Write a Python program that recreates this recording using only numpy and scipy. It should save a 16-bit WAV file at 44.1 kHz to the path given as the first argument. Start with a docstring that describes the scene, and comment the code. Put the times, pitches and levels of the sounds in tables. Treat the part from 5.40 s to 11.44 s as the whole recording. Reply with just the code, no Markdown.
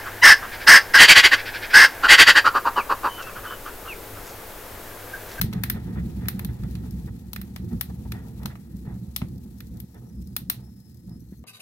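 """Sharp pops and low thuds break from resinous fir branches burning in a stone hearth.
Each pop is a bursting sap pocket, an impulse that echoes off the hearth walls and dies in the room;
each thud is a gas pocket flaring. Beneath them the turbulent flame rumbles in the flue and flutters,
needles snap and hiss as they burn down, and steam whistles thinly out of a crack in a twig.
The fire is heard through two microphone ports, left and right."""
import sys
import numpy as np
from scipy import signal
from scipy.fft import rfft, irfft
from scipy.io import wavfile

SR = 44100
rng = np.random.default_rng(int(sys.argv[2]) if len(sys.argv) > 2 else 0)


def to_wav(s):
    """Save 16-bit WAV."""
    ch = np.atleast_2d(s).T  # columns
    pcm = np.round(np.clip(ch, -1, 1) * 32767)  # PCM
    wavfile.write(sys.argv[1], SR, pcm.astype(np.int16))


N = 266364


# Bursting sap pockets. Each row: time in seconds, then in dB the drive of the mid, body, knock and high
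# bands and the left-right balance.
SAP_BURSTS = [(0.0142, -14, -32.5, -19, -8.5, 5.5), (0.1283, -37, -37.5, -31, -42, 0),
              (0.1336, -29.5, -55, -34.5, -33, -0.5), (0.2365, -19.5, -35, -19, -15, 3.5),
              (0.2996, -18, -41, -21, -10.5, 1), (0.857, -47, -51, -38, -57, 3),
              (0.8845, -19, -38, -21.5, -12.5, 1.5), (0.994, -32, -38.5, -28.5, -24, 2.5),
              (1.048, -28.5, -45.5, -67, -22.5, 0.5), (1.2354, -43.5, -46.5, -53, -48, 1),
              (1.3532, -36, -49, -39, -43, -3), (1.9324, -28, -42.5, -41, -23, 4),
              (1.9616, -29, -39.5, -27.5, -27.5, -0.5), (2.015, -35, -51, -37, -27, -1),
              (2.162, -30.5, -40, -32, -34, 0), (2.411, -20.5, -36.5, -25.5, -13.5, 4.5),
              (2.4998, -50.5, -62, -63, -54, 0), (2.7206, -28.5, -41, -29, -28.5, 4),
              (3.033, -42, -49, -44, -43, 7), (3.0579, -24, -31.5, -35, -24, 3),
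              (3.1548, -49.5, -43, -37.5, -53, 1.5), (3.7626, -17, -38.5, -30, -15.5, 3.5),
              (3.8172, -42.5, -34, -30, -51, 0), (4.205, -35.5, -55, -38.5, -34, 0),
              (4.402, -38, -68, -50.5, -28.5, 2.5), (4.9651, -19.5, -35.5, -40, -12, 2),
              (5.0992, -14.5, -35, -22.5, -8, 1)]
# Single needles snapping, treble only. Each row: time in seconds, drive in dB.
NEEDLE_SNAPS = [(0.6589, -57), (0.75, -46), (1.1433, -44), (1.2885, -47), (1.31, -40.5), (1.509, -34.5),
                (1.662, -44), (1.885, -54), (2.3306, -42), (2.884, -44), (3.3687, -42.5), (3.8856, -42),
                (3.9594, -49), (3.981, -43), (4.1854, -42.5), (4.27, -42), (4.3717, -41), (4.545, -43.5),
                (4.8232, -44), (4.8732, -38.5), (5.3074, -56), (5.4025, -45), (5.496, -48), (5.545, -45.5),
                (5.572, -45), (5.6943, -44), (5.8052, -47), (5.9924, -51)]

def crackle(hiss_db):
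    """Impulse excitation: each burst or snap is convolved with the hearth's response at one of five spots."""
    s, mid_db, body_db, knock_db, high_db, pan_db = np.transpose(SAP_BURSTS)
    body, knock, mid, high = (clicks(s, db, pan_db) for db in (body_db, knock_db, mid_db, high_db))
    patter_db = hiss_db + 1.8 * np.minimum(rng.exponential(1, N), 3)
    patter = from_db(patter_db) * (rng.random(N) < 70 / SR)   # about 70 faint ticks a second
    s, snap_db = np.transpose(NEEDLE_SNAPS)
    tick = clicks(s, snap_db - 9, pan_db=7.5) + patter * from_db([[-4], [-13]])
    high += clicks(s, snap_db - 7, pan_db=7.5) + patter * from_db([[-10], [-19]])
    spots, out = rng.integers(0, 5, N), 0
    for spot in range(5):
        here = spots == spot
        bursts = from_db(30) * band(body * here, 1244, "low")
        bursts += from_db(19) * band(knock * here, [1200, 2500], "band")
        bursts += from_db(12.5) * band(mid * here, [2500, 9000], "band")
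        bursts += from_db(6) * band(high * here, 9100, "high")
        bursts += from_db(15) * band(tick * here, [4200, 9000], "band")
        out = out + signal.oaconvolve(bursts, hearth_response(), axes=1)[:, :N]
    return out


# Direct sound and first echoes off the stone. Each row: delay in milliseconds, left and right gain in dB.
EARLY_ARRIVALS = [(0, 14, 6.5), (.7, 1.5, -47), (1.35, -6, -54), (2.3, 3.5, -17), (3.2, 6, -24)]
# Colour of the crackle. Each row: frequency in Hz, gain in dB.
CRACKLE_SPECTRUM = [(260, -19), (450, -19), (591, -12), (1120, -10.5), (1930, 1.5), (2140, -7), (2990, -9),
                    (4170, -2), (4780, -9), (5320, -6.5), (6190, -11.5), (7760, -16), (12800, 2),
                    (15600, -3.5), (16800, -26)]
# Lean of the crackle. Each row: frequency in Hz, left minus right in dB.
CRACKLE_LEAN = [(60, -12.5), (110, -7.5), (200, -10), (380, -3), (700, -8), (1290, -4), (2380, -5),
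                (4400, -3.5), (8120, 3.5), (15000, -2.5)]
LEAD_IN = 64   # samples of room for the colouring to ring ahead of a click

def hearth_response():
    """Reverberation: discrete echoes, a dense short ring, then the room's exponentially decaying tail."""
    s = np.arange(round(.4 * SR)) / SR
    late = np.maximum(s - .02, 0)   # the tail holds until the far walls have answered
    ring, tail = rng.standard_normal((2, 2, len(s)))
    ring_db, ring_t60_s, room_db = -7, .026, -27.5
    response = ring * from_db(ring_db - 60 * s / ring_t60_s)
    for edge_hz, kind, t60_s in (2160, "low", .2), ([2800, 9000], "band", .21), (9900, "high", .12):
        response += band(tail, edge_hz, kind) * from_db(room_db - 60 * late / t60_s)
    response *= s > .0004
    for ms, left_db, right_db in EARLY_ARRIVALS:
        delay = round(abs(ms + rng.normal(0, .05)) * SR / 1000)
        response[:, delay] += from_db([left_db, right_db])
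    return coloured(np.roll(response, LEAD_IN, axis=1), CRACKLE_SPECTRUM, CRACKLE_LEAN) * (s < .3)


# Gas pockets flaring. Each row: start in seconds, drive in dB, ring frequency in Hz.
FLARES = [(0.044, -6.5, 144), (0.158, -25, 140), (0.352, -14.5, 167), (0.671, -20.5, 155),
          (3.054, -20, 141), (3.477, -16, 149), (3.822, -10.5, 165), (4.058, -22.5, 175),
          (5.715, -24.5, 163), (5.923, -21.5, 202)]

def thuds():
    """Damped resonance: a sudden flare pushes the air once and the flue rings for about two cycles."""
    out, age = np.zeros(N), np.arange(round(.1 * SR)) / SR
    for s, db, hz in FLARES:
        start = round(s * SR)
        envelope = age / .0047 * np.exp(1 - age / .0023)
        ring = envelope * np.sin(2 * np.pi * hz * age)
        out[start:start + len(age)] -= from_db(db) * ring[:N - start]
    return out


# Course of the rumble. Each row: time in seconds, level in dB.
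RUMBLE_LEVELS = [(0.0, -27.5), (0.05, -27.5), (0.12, -34), (0.18, -26), (0.27, -34.5), (0.44, -28.5),
                 (2.1, -36), (2.37, -30), (2.4, -36), (3.04, -33.5), (3.08, -28), (3.16, -39.5),
                 (3.62, -32), (3.77, -46.5), (3.83, -26.5), (3.87, -32.5), (4.2, -42.5), (4.31, -34),
                 (4.49, -45), (4.81, -36), (5.45, -45), (5.74, -40), (5.82, -45.5), (6.04, -40)]
# Colour of the rumble. Each row: frequency in Hz, relative spectral density in dB.
RUMBLE_SPECTRUM = [(12, -49), (20, -20), (45, -19.5), (59, 6), (91, -6), (123, 3), (147, -8), (184, 1.5),
                   (236, -6), (295, -16.5), (344, -13), (384, -26), (501, -25.5), (560, -35.5), (730, -64),
                   (1230, -120)]

def rumble():
    """Turbulence in the flue: noise with a few low spectral peaks rises and falls with the flame."""
    level_db, = in_time(RUMBLE_LEVELS)
    return from_db(level_db) * flame_noise(RUMBLE_SPECTRUM, flicker_db=2.17, flicker_hz=15.4)


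# The flutter sinking as the needles burn down. Each row: time in seconds, dull and bright drive in dB.
BURN_LEVELS = [(0.0, -57, -63), (0.2, -59.5, -55), (0.72, -59.5, -66), (1.01, -58, -60), (1.8, -67, -71),
               (2.07, -66, -71), (3.01, -64, -72), (3.16, -70.5, -68), (3.63, -68, -75), (6.04, -80.5, -76)]
# Puffs of gas catching fire. Each row: start and length in seconds, dull and bright drive in dB.
GAS_PUFFS = [(0.129, 0.094, -55, -53.5), (0.342, 0.069, -52, -47), (0.465, 0.12, -62, -58),
             (0.554, 0.07, -54, -49.5), (0.796, 0.15, -64, -53), (1.085, 0.028, -59, -50),
             (1.235, 0.034, -59, -54), (1.426, 0.063, -58, -67), (1.673, 0.03, -57, -53.5),
             (2.308, 0.046, -53, -58.5), (2.495, 0.023, -51, -64), (2.65, 0.027, -57, -64),
             (2.717, 0.15, -60.5, -54.5), (2.849, 0.1, -62, -79), (2.995, 0.097, -55, -60),
             (3.095, 0.057, -58, -51), (3.448, 0.13, -56.5, -58), (3.808, 0.056, -56, -55),
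             (4.346, 0.058, -73, -71), (4.542, 0.059, -59.5, -57.5), (4.607, 0.13, -70, -88),
             (5.117, 0.2, -68, -80), (5.677, 0.091, -66, -82), (5.924, 0.029, -69.5, -67)]
# Colour of the flutter. Each row: frequency in Hz, relative spectral density in dB.
FLUTTER_SPECTRUM = [(260, -14.5), (450, 0), (507, -9), (640, -11), (703, -5.5), (766, -7), (864, -6.5),
                    (974, -10), (1080, -17), (1270, -11), (1520, -17), (1890, -10), (2180, -21.5),
                    (3210, -17), (3500, -2), (4550, -36), (7700, -120)]

def flutter(burn_db):
    """Amplitude modulation: each puff swells two bands of flame noise quickly, then fades."""
    gains = from_db(burn_db)
    for s, length, dull_db, bright_db in GAS_PUFFS:
        start, size = round(s * SR), round(length * SR)
        progress = np.arange(size) / size
        swell = np.sin(np.pi * progress ** .6)
        gains[:, start:start + size] += from_db([[dull_db], [bright_db]]) * swell[:N - start]
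    dull, bright = (flame_noise(FLUTTER_SPECTRUM, flicker_db=1.5, flicker_hz=25) for _ in range(2))
    dull = from_db(6) * band(dull, 1250, "low")
    bright = from_db(5) * band(bright, [1300, 2500], "band")
    return gains[0] * dull + gains[1] * bright


# Colour of the hissing needles. Each row: frequency in Hz, relative spectral density in dB.
SIZZLE_SPECTRUM = [(1470, -7), (2500, -1), (2910, -3.5), (4160, 0.5), (4510, -1.5), (9030, -12.5),
                   (11600, -2), (15200, -2.5), (16200, 8), (16800, -69)]
SIZZLE_DB, SIZZLE_FOLLOWS = -63.5, .37   # level at mean burn; the treble's share of the burn's fall in dB

def sizzle(fall_db):
    """Broadband noise: needles hiss less as they burn down, the dull end dying faster than the bright."""
    hiss = from_db(SIZZLE_DB) * flame_noise(SIZZLE_SPECTRUM, flicker_db=2, flicker_hz=29.8)
    dull, bright = (band(hiss, 3620, kind) for kind in ("low", "high"))
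    return from_db(.93 * fall_db) * dull + from_db(SIZZLE_FOLLOWS * fall_db) * bright


# Steam jets. Each row: drive of the octave in dB, then a list of points, each with time in seconds,
# pitch in Hz and drive of the fundamental in dB.
STEAM_JETS = [ (-84, [(3.45, 4300, -80), (3.55, 3850, -77), (3.6, 4700, -79), (3.65, 3800, -78),
              (3.74, 4300, -77)]), (-82, [(4.44, 5300, -80), (4.52, 5500, -80), (4.6, 5750, -77),
              (4.65, 5400, -78), (4.70, 5950, -76)]), (-81, [(4.71, 5050, -78), (4.76, 5340, -72),
              (4.79, 5050, -78), (4.85, 5700, -73), (4.87, 5100, -76), (4.96, 5000, -76), (5.04, 4600, -80),
              (5.09, 5100, -76)]), (-80, [(5.2, 4990, -78), (5.27, 5400, -70), (5.4, 5100, -74),
              (5.47, 5250, -71), (5.55, 5040, -76), (5.63, 5180, -76), (5.69, 5030, -76), (5.77, 5200, -72),
              (5.8, 5600, -75)]), (-77, [(5.8, 5700, -80), (5.83, 6050, -82), (5.93, 6150, -83),
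              (5.99, 6250, -80), (6.04, 6050, -82)]), (-100, [(5.7, 4250, -86), (5.86, 4200, -83),
              (5.93, 4300, -77), (6.02, 4350, -82)]), ]

def whistles():
    """Jet oscillation: steam leaving a crack sounds a wavering tone and its octave, stronger on the left."""
    out, silent_db = np.zeros(N), -150
    for octave_db, points in STEAM_JETS:
        hz = in_time(points)[0] * (1 + .012 * drift(200) + .01 * drift(30))
        db = in_time(points, outside=silent_db)[1]
        phase = 2 * np.pi * np.cumsum(hz) / SR
        octave = (db > silent_db) * from_db(octave_db + 3.5 * drift(25)) * np.sin(2 * phase)
        out += from_db(4 * drift(30)) * (from_db(db) * np.sin(phase) + octave)
    return out * from_db([[6.5], [-3.5]])


# Likeness of the flame noise at the two ports. Each row: frequency in Hz, correlation from -1 to 1.
PORT_CORRELATION = [(60, 0.97), (130, 1), (290, 0.9), (640, -0.0016), (1410, 0.94), (3100, 0.16),
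                    (6820, 0.13), (15000, -0.34)]
# Lean of the flame noise. Each row: frequency in Hz, left minus right in dB.
FLAME_LEAN = [(60, 0.5), (110, -1.5), (200, -2), (380, -2.5), (700, 4), (1290, 0), (2380, -2), (4400, 5.5),
              (8120, 25.5), (15000, 8)]

def flame_noise(spectrum, flicker_db, flicker_hz):
    """Partial coherence: flickering turbulent noise, most alike at both ports in the bass; mono rms 1."""
    mid, side = rfft(rng.standard_normal((2, N)))
    alike = np.clip(in_frequency(PORT_CORRELATION, N), -1, 1)
    pair = irfft(np.sqrt(1 + alike) * mid + np.sqrt(1 - alike) * side * np.array([[1], [-1]]), N)
    pair = coloured(pair, spectrum, FLAME_LEAN) * from_db(flicker_db * drift(flicker_hz))
    return pair / rms(pair.mean(axis=0))


def clicks(s, db, pan_db):
    """Ideal impulses: one per event at both ports, set early by the lead-in of the hearth's response."""
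    train = np.zeros((2, N))
    starts = np.maximum((s * SR).astype(int) - LEAD_IN, 0)
    train[:, starts] = panned(db, pan_db)
    return train


def coloured(x, spectrum, lean):
    """Spectral shaping: two channels take on a colour and a left-right balance."""
    size = x.shape[1]
    return irfft(rfft(x) * panned(in_frequency(spectrum, size), in_frequency(lean, size)), size)


def drift(rate_hz):
    """Low-passed noise: a slow random wander of unit rms."""
    step, settle = 40, 2000   # samples per step; steps for the filter to settle
    pole = np.exp(-2 * np.pi * rate_hz * step / SR)
    noise = rng.standard_normal(N // step + settle + 2)
    slow = signal.lfilter([1], [1, -2 * pole, pole * pole], noise)[settle:]
    return np.interp(np.arange(N) / step, np.arange(len(slow)), slow / rms(slow))


def in_time(rows, outside=None):
    """Linear interpolation of a curve's columns, sample by sample."""
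    s, *columns = np.transpose(rows)
    return [np.interp(np.arange(N) / SR, s, column, outside, outside) for column in columns]


def in_frequency(rows, size):
    """Interpolation of a curve over log frequency, bin by bin."""
    hz, values = np.transpose(rows)
    bin_hz = np.maximum(np.fft.rfftfreq(size, 1 / SR), 1)
    return np.interp(np.log(bin_hz), np.log(hz), values)


def band(x, edge_hz, kind):
    """Third-order Butterworth filter."""
    return signal.sosfilt(signal.butter(3, edge_hz, kind, fs=SR, output="sos"), x + 1e-18)


def panned(db, pan_db):
    """Level difference: left and right gains, pan_db apart."""
    return from_db(db + pan_db * np.array([[.5], [-.5]]))


def from_db(db):
    """Decibels to gain."""
    return 10 ** (np.asarray(db) / 20)


def rms(x):
    """Root mean square."""
    return np.sqrt(np.mean(x ** 2) + 1e-20)


def scene():
    """Superposition: all sources add; flutter, sizzle and faint patter sink with the same burn."""
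    burn_db = in_time(BURN_LEVELS)
    fall_db = burn_db[0] - burn_db[0].mean()
    hiss_db = SIZZLE_DB + SIZZLE_FOLLOWS * fall_db
    return rumble() + crackle(hiss_db) + flutter(burn_db) + sizzle(fall_db) + thuds() + whistles()


def record(dry):
    """Path difference and saturation: the farther right port hears later; peaks round off, the top is cut."""
    lag_samples, ceiling, cutoff_hz = 6, .75, 16500
    ports = np.array([dry[0], np.roll(dry[1], lag_samples)])
    rounded = ceiling * np.tanh(ports / ceiling)
    return signal.sosfilt(signal.cheby2(14, 60, cutoff_hz, fs=SR, output="sos"), rounded)


dry = scene()
out = record(dry)
to_wav(out)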